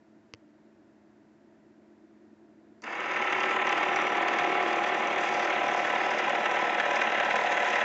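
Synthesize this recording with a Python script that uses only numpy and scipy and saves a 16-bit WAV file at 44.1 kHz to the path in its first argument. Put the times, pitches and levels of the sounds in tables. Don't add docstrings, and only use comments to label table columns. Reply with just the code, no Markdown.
import sys
import numpy as np
from scipy import signal
from scipy.fft import rfft, irfft
from scipy.io import wavfile

SR = 44100
rng = np.random.default_rng(int(sys.argv[2]) if len(sys.argv) > 2 else 0)


def store_wav(level_fs):
    pcm = np.round(np.clip(np.atleast_2d(level_fs), -1, 1) * 32767)
    wavfile.write(sys.argv[1], SR, pcm.T.astype(np.int16))


N = 345744
TIME = np.arange(N) / SR
START_S = 2.82


def from_db(db):
    return np.exp(np.asarray(db) * (np.log(10) / 20))


def rms_one(x):
    return x / np.sqrt(np.mean(x ** 2) + 1e-20)


def running(x):
    on = TIME > START_S
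    return on * x / np.std(x[on])


def drift(rate_hz):
    step = 40
    r = np.exp(-2 * np.pi * rate_hz * step / SR)
    settle = 2000
    noise = rng.standard_normal(N // step + settle + 2)
    slow = signal.lfilter([1], [1, -2 * r, r * r], noise)[settle:]
    return np.interp(np.arange(N) / step, np.arange(len(slow)), rms_one(slow))


def resonate(x, hz, width_hz):
    r = np.exp(-np.pi * width_hz / SR)
    stage = [(1 - r * r) / 2, 0, (r * r - 1) / 2, 1, -2 * r * np.cos(2 * np.pi * hz / SR), r * r]
    return signal.sosfilt([stage, stage], x + 1e-18)


def ring(x, hz, t60_s):
    r = from_db(-60 / (t60_s * SR))
    w = 2 * np.pi * hz / SR
    return signal.lfilter([0, np.sin(w)], [1, -2 * r * np.cos(w), r * r], x + 1e-18)


def clicks(times_s, sizes):
    samples = np.clip(np.round(times_s * SR).astype(int), 0, N - 1)
    return np.bincount(samples, sizes, N)


def blows(rows):
    start_s, level_db = np.transpose(rows)
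    return clicks(start_s, from_db(level_db))


def reflections(x, t60_s, wet_db):
    t = TIME[:SR // 4]
    tail = rng.standard_normal(len(t)) * from_db(-60 * t / t60_s) * (t > .002)
    return x + from_db(wet_db) * signal.fftconvolve(x, tail / np.linalg.norm(tail))[:N]


# pitch_hz [Hz], level_db [dB per Hz]
AIR_SPECTRUM = [(25, -32), (60, -11.5), (110, -3), (185, -2), (225, 4), (450, -13.5), (560, -3.5), (660, 0),
                (800, -11), (920, -7), (1130, -15), (1400, -12.5), (1850, -13.5), (2250, -19.5),
                (2700, -22.5), (3000, -25.5), (5000, -29), (7500, -31.5), (8500, -52)]
AIR_DB, DRONE_DB, DRONE_RISE_DB_PER_S = -64.5, -62, 1.4


def room():
    pitch_hz, level_db = np.transpose(AIR_SPECTRUM)
    bins_hz = np.maximum(np.arange(N // 2 + 1) * SR / N, 1)
    shape = from_db(np.interp(np.log(bins_hz), np.log(pitch_hz), level_db))
    air = irfft(rfft(rng.standard_normal(N)) * shape, N)
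    drone = rms_one(resonate(rng.standard_normal(N), 317.0, 85))
    hum = np.sin(2 * np.pi * 215.3 * TIME + 0.22 * drift(1.4)) * from_db(0.96 * drift(2.1))
    drone_db = DRONE_DB + DRONE_RISE_DB_PER_S * TIME
    return from_db(AIR_DB) * rms_one(air) + from_db(drone_db) * (drone + from_db(-1.5) * hum)


# start_s [s], level_db [dB]
BUTTON_HITS = [(.3370, -30.5), (.3390, -49), (.3466, -49)]
# pitch_hz [Hz], level_db [dB re hit], t60_s [s]
BUTTON_RING = [(105, -13, 0.059), (318, -14, 0.04), (465, -11.5, 0.032), (1160, -7, 0.0081),
               (2090, -4.5, 0.0089), (2720, -1.5, 0.0073), (3140, -4.5, 0.0061), (4600, -3.5, 0.0053),
               (5500, -5, 0.0051), (6340, -11.5, 0.0063)]


def button():
    hits = blows(BUTTON_HITS)
    out = np.zeros(N)
    for k, (pitch_hz, level_db, t60_s) in enumerate(BUTTON_RING):
        out += (-1) ** k * from_db(level_db) * ring(hits, pitch_hz, t60_s)
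    return out


KICK_DELAY_S, KICK_DB, KICK_HZ, KICK_T60_S = .008, -41, 320, .06


def kick():
    jerk = blows([(START_S + KICK_DELAY_S, KICK_DB)])
    return resonate(ring(jerk, KICK_HZ, KICK_T60_S), KICK_HZ, KICK_HZ)


# [dB, before colouring]
TOOTH_KNOCKS = [(2.839, 5.5, -49), (3.005, 0.5, -50), (3.059, 1.5, -46), (3.275, 0.5, -49),
                (3.325, 2.5, -43), (3.433, 3.5, -50), (3.510, 0.5, -42), (3.670, 0, -37.5), (3.692, 2, -35),
                (3.7254, 1.5, -35), (3.830, 2, -40), (3.960, 3.5, -39), (4.170, 0.5, -44), (4.283, 2, -48),
                (4.336, 2, -51), (4.386, 4.5, -39), (4.396, 3, -42), (4.434, 0.5, -43), (4.627, 0, -41),
                (4.730, 0.5, -39), (4.838, 1.5, -38.5), (4.946, 0.5, -39), (5.072, 1.5, -37),
                (5.180, 3.5, -43), (5.396, 1, -39), (5.428, 2, -48), (5.436, 0, -41), (5.682, -1, -41),
                (5.902, 0, -39), (5.954, 1, -48), (6.106, 2.5, -36), (6.188, 1.5, -39), (6.2953, 1, -36),
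                (6.456, 2.5, -44), (6.513, 1, -36), (6.742, 1, -43), (6.798, 2.5, -43), (6.909, 2, -42),
                (6.957, 3, -34.5), (7.016, 3.5, -45), (7.147, 0.5, -45), (7.199, 6.5, -48),
                (7.248, -1.5, -40), (7.356, 2.5, -35), (7.414, -1, -44), (7.465, -0.5, -39),
                (7.519, 2, -43), (7.651, 1.5, -48), (7.756, 3, -41)]
# pitch_hz [Hz], width_hz [Hz], rising_db, facing_up_db, out_of_sight_db [relative dB]
TOOTH_MODES = [(4450, 300, -69.5, -64.5, -64.3), (4850, 800, -57, -58, -62.5), (5170, 320, -70, -65, -60),
               (5840, 520, -61, -57, -61), (6370, 620, -59.5, -60.5, -59), (6850, 400, -64.5, -65.5, -65),
               (7450, 400, -69, -69.5, -68)]
# [dB, before filtering]
DRUM_BUMPS = [(4.40, -42)]
FIRST_TICK_DB = -48


def knocks(colour_db=3):
    start_s, _, tick_db = np.transpose(TOOTH_KNOCKS)
    start_s, tick_db = np.append(START_S, start_s), np.append(FIRST_TICK_DB, tick_db)
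    colour = colour_db * rng.standard_normal((len(start_s), len(TOOTH_MODES)))
    sizes = from_db(tick_db[:, None] + colour)
    metal = np.zeros(N)
    for k, (pitch_hz, _, _, facing_up_db, _) in enumerate(TOOTH_MODES):
        ringing = ring(clicks(start_s, sizes[:, k]), pitch_hz, 0.0051)
        metal += (-1) ** k * ringing * from_db(facing_up_db + 59.5)
    thud = resonate(ring(blows(DRUM_BUMPS), 148, 0.15), 145, 120)
    return reflections(metal, t60_s=0.025, wet_db=-7.5) + thud


JOLT_PEAK_S = .003


def jolts():
    start_s, jolt_db, _ = np.transpose(TOOTH_KNOCKS)
    age = TIME[:SR // 10] / JOLT_PEAK_S
    return from_db(signal.fftconvolve(clicks(start_s, jolt_db), age * np.exp(1 - age))[:N])


SPIN_UP_S, PINION_HZ = .03, 37.68
WHEEL_RATIO, IDLER_RATIO = .475, .525
WHEEL_RUNOUT_TURNS = .0038


def pinion_turns(wobble_turns=.005):
    t = np.maximum(TIME - START_S, 0)
    lag = 1 - np.exp(-t / SPIN_UP_S)
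    turns = PINION_HZ * (t - SPIN_UP_S * lag) + wobble_turns * lag * drift(1.5)
    runout = WHEEL_RUNOUT_TURNS * np.sin(2 * np.pi * WHEEL_RATIO * turns)
    return np.maximum.accumulate(turns + runout)


WHEEL_PEAK_TURNS, IDLER_PEAK_TURNS, IDLER_DB = .63, .16, .55


def tooth_load(turns, pinion_db, wheel_db, uneven_db, pinion_peak_turns=0.23):
    pinion = np.cos(2 * np.pi * (turns - pinion_peak_turns))
    wheel = np.cos(2 * np.pi * (turns * WHEEL_RATIO - WHEEL_PEAK_TURNS))
    idler = np.cos(2 * np.pi * (turns * IDLER_RATIO - IDLER_PEAK_TURNS))
    gears_db = pinion_db * pinion + wheel_db * wheel * (1 + pinion) + IDLER_DB * idler
    return from_db(gears_db + uneven_db * drift(40))


# time_s [s] of pockets rising, facing up, out of sight
DRUM_ANGLE_S = [3.2, 4.5, 7.2]


def by_drum_angle(levels_db):
    return np.interp(TIME, DRUM_ANGLE_S, levels_db)


PINION_TEETH = 9


def tooth_contacts(turns, spots_per_tooth=3):
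    spots = PINION_TEETH * spots_per_tooth
    contact = np.arange(spots // 2, int(turns[-1] * spots))
    which = contact % spots
    offset = rng.uniform(-.5, .5, spots)
    return np.interp(contact + offset[which], turns * spots, TIME), which


def chatter(modes, turns, rattle_db, bounces_per_s, spread_db, jitter_s, wander_db, soft_start_db=0):
    strikes_s, which = tooth_contacts(turns)
    strikes_s = strikes_s + jitter_s * rng.standard_normal(len(strikes_s))
    loose = np.flatnonzero((rng.random(N) < bounces_per_s / SR) & (TIME > START_S))
    sizes = from_db(spread_db * np.minimum(rng.exponential(1, len(loose)), 4))
    soft = np.exp(-np.maximum(TIME - START_S, 0) / 0.42)
    out = np.zeros(N)
    for pitch_hz, width_hz, *levels_db in modes:
        mesh = clicks(strikes_s, rng.standard_normal(which.max() + 1)[which])
        rattle = clicks(TIME[loose], sizes * rng.standard_normal(len(loose)))
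        contact = rms_one(mesh) + from_db(rattle_db) * rms_one(rattle)
        level_db = by_drum_angle(levels_db) + wander_db * drift(2.9)
        level_db = level_db - soft_start_db * soft * (pitch_hz > 3000)
        out += rms_one(resonate(contact, pitch_hz, width_hz)) * from_db(level_db)
    return out


# multiple [x pinion speed], rising_db, facing_up_db, out_of_sight_db [relative dB]
WHINE_TONES = [(4, -63, -63.5, -64.5), (5, -60.5, -62.5, -61.5), (6, -62.5, -60.5, -55.5),
               (7, -71, -62.5, -62), (8, -54.5, -54.5, -61.5), (9, -46.5, -45.5, -62.5),
               (10, -43, -43, -52.5), (13, -46.5, -52.5, -46.5), (14, -46, -50, -54),
               (15, -50.5, -48.5, -48.5), (16, -47.5, -49, -45), (17, -53, -47.5, -47),
               (19, -44.5, -38, -40.5), (20, -53.5, -45.5, -44.5), (21, -44.5, -41.5, -49),
               (22, -39.5, -43.5, -41.5), (26, -48, -47.5, -47), (27, -46.5, -48.5, -48),
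               (28, -50, -51.5, -57), (32, -49.5, -52, -51.5), (35, -43, -47, -45), (42, -42, -50.5, -47.5),
               (48, -47, -52, -57), (50, -48, -57.5, -40.5), (53, -45.5, -51.5, -53.5),
               (59, -42.5, -57.5, -53)]


def whine(turns, waver_db=1.5, slip_turns=.015):
    out = np.zeros(N)
    for multiple, *levels_db in WHINE_TONES:
        phase = 2 * np.pi * (multiple * turns + rng.random() + slip_turns * drift(2.3))
        out += np.sin(phase) * from_db(by_drum_angle(levels_db) + waver_db * drift(1.8))
    return out * np.gradient(turns)


def build_up(full_db, shortfall_db, settle_s):
    return full_db - shortfall_db * np.exp(-np.maximum(TIME - START_S, 0) / settle_s)


# [s, time constant]
CABINET_RISE = (-29.5, 12.6, 0.32)
CASE_RISE = (-29.5, 13.5, 0.22)
# [dB, before trim]
TICKING_LEVEL = [(2.88, -60.5), (3.1, -56), (3.4, -54), (3.52, -50.5), (3.61, -57.5), (3.72, -51.5),
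                 (4.05, -54), (4.6, -53.5), (4.85, -53), (5.1, -54.5), (5.45, -50), (5.57, -56),
                 (5.8, -50.5), (6.15, -53), (6.35, -53), (6.97, -52), (7.1, -52.5), (7.72, -49.5)]
TICKING_TRIM_DB = -0.33
ATTACK_S, ATTACK_DB = 0.027, 3.5
LULL_S, LULL_HALF_S, LULL_DB = 5.34, 1.65, 2


def drive_levels():
    attack_db = -ATTACK_DB * np.clip(1 - (TIME - START_S) / ATTACK_S, 0, 1)
    lull_db = -LULL_DB * np.exp(-((TIME - LULL_S) / LULL_HALF_S) ** 2)
    cabinet_db = build_up(*CABINET_RISE) + attack_db
    case_db = build_up(*CASE_RISE) + attack_db + lull_db
    teeth_db = np.interp(TIME, *np.transpose(TICKING_LEVEL)) + TICKING_TRIM_DB
    return cabinet_db, case_db, teeth_db


# pitch_hz [Hz], width_hz [Hz], rising_db, facing_up_db, out_of_sight_db [relative dB]
CABINET_MODES = [(142, 100, -57, -63, -63.5), (226, 46, -50.0, -52, -53.5),
                 (348.3, 109, -40.5, -38.5, -45.5), (490, 160, -44.5, -41.5, -40), (578, 52, -44, -44, -38),
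                 (710.4, 67, -44, -40, -37.5), (810.5, 72, -38.5, -39, -36),
                 (988.5, 147, -34.5, -38.0, -36.0)]
CASE_MODES = [(1139, 140, -45.5, -38, -55), (1318, 260, -35.5, -37, -40.5),
              (1554, 180, -40.5, -39.5, -36.5), (1724, 55, -41.5, -46, -38), (1835, 180, -35.5, -37, -38.5),
              (2014, 120, -39, -40, -36.5), (2202, 157, -37, -36, -41), (2437, 200, -41, -40, -40),
              (2664, 200, -39.5, -41.3, -41), (2845, 130, -45.5, -45, -45.5), (3042, 90, -46, -50, -50),
              (3236, 200, -48.5, -48, -48), (3370, 130, -53, -51.5, -50), (3580, 220, -51, -50, -51),
              (3870, 230, -56, -56, -52), (4140, 200, -61, -60, -61.5)]
GEAR_PLAY_S = .018


def gear_motor():
    turns, jolt = pinion_turns(), jolts()
    cabinet_db, case_db, teeth_db = drive_levels()

    tones = running(whine(turns) * tooth_load(turns, pinion_db=1.6, wheel_db=.5, uneven_db=.1))

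    wood = chatter(CABINET_MODES, turns, rattle_db=15, bounces_per_s=2400, spread_db=1.2,
                   jitter_s=.0003, wander_db=.4)
    wood = running(wood * tooth_load(turns, pinion_db=1.7, wheel_db=.9, uneven_db=.2))

    case = chatter(CASE_MODES, turns, rattle_db=2.5, bounces_per_s=1400, spread_db=1.15,
                   jitter_s=.00003, wander_db=.07, soft_start_db=3.5)
    case_load = tooth_load(turns, pinion_db=1.7, wheel_db=.8, uneven_db=.45, pinion_peak_turns=.09)
    case = running(case * jolt * case_load)

    teeth = chatter(TOOTH_MODES, turns, rattle_db=4, bounces_per_s=1900, spread_db=1.5,
                    jitter_s=.00006, wander_db=1.96)
    teeth_load = tooth_load(turns, pinion_db=1.5, wheel_db=.9, uneven_db=1.5, pinion_peak_turns=-.03)
    teeth = running(teeth * jolt * teeth_load)

    rumble = running(resonate(rng.standard_normal(N), 55, 60))
    cabinet = from_db(-3.1) * wood + from_db(-2.4) * tones + from_db(-46.0) * rumble
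    slack_db = -10 * (TIME < START_S + GEAR_PLAY_S)
    cabinet = from_db(cabinet_db + slack_db / 2) * cabinet
    case = from_db(case_db + slack_db) * case
    return cabinet + case + from_db(teeth_db) * teeth


def scene():
    return (room() + button() + kick() + knocks() + gear_motor())[None]


CUTOFF_HZ = 8150


def record(dry):
    thin = signal.sosfilt(signal.butter(2, 45, "high", fs=SR, output="sos"), dry)
    return signal.sosfilt(signal.ellip(10, .2, 80, CUTOFF_HZ, fs=SR, output="sos"), thin)


dry = scene()
out = record(dry)
store_wav(out)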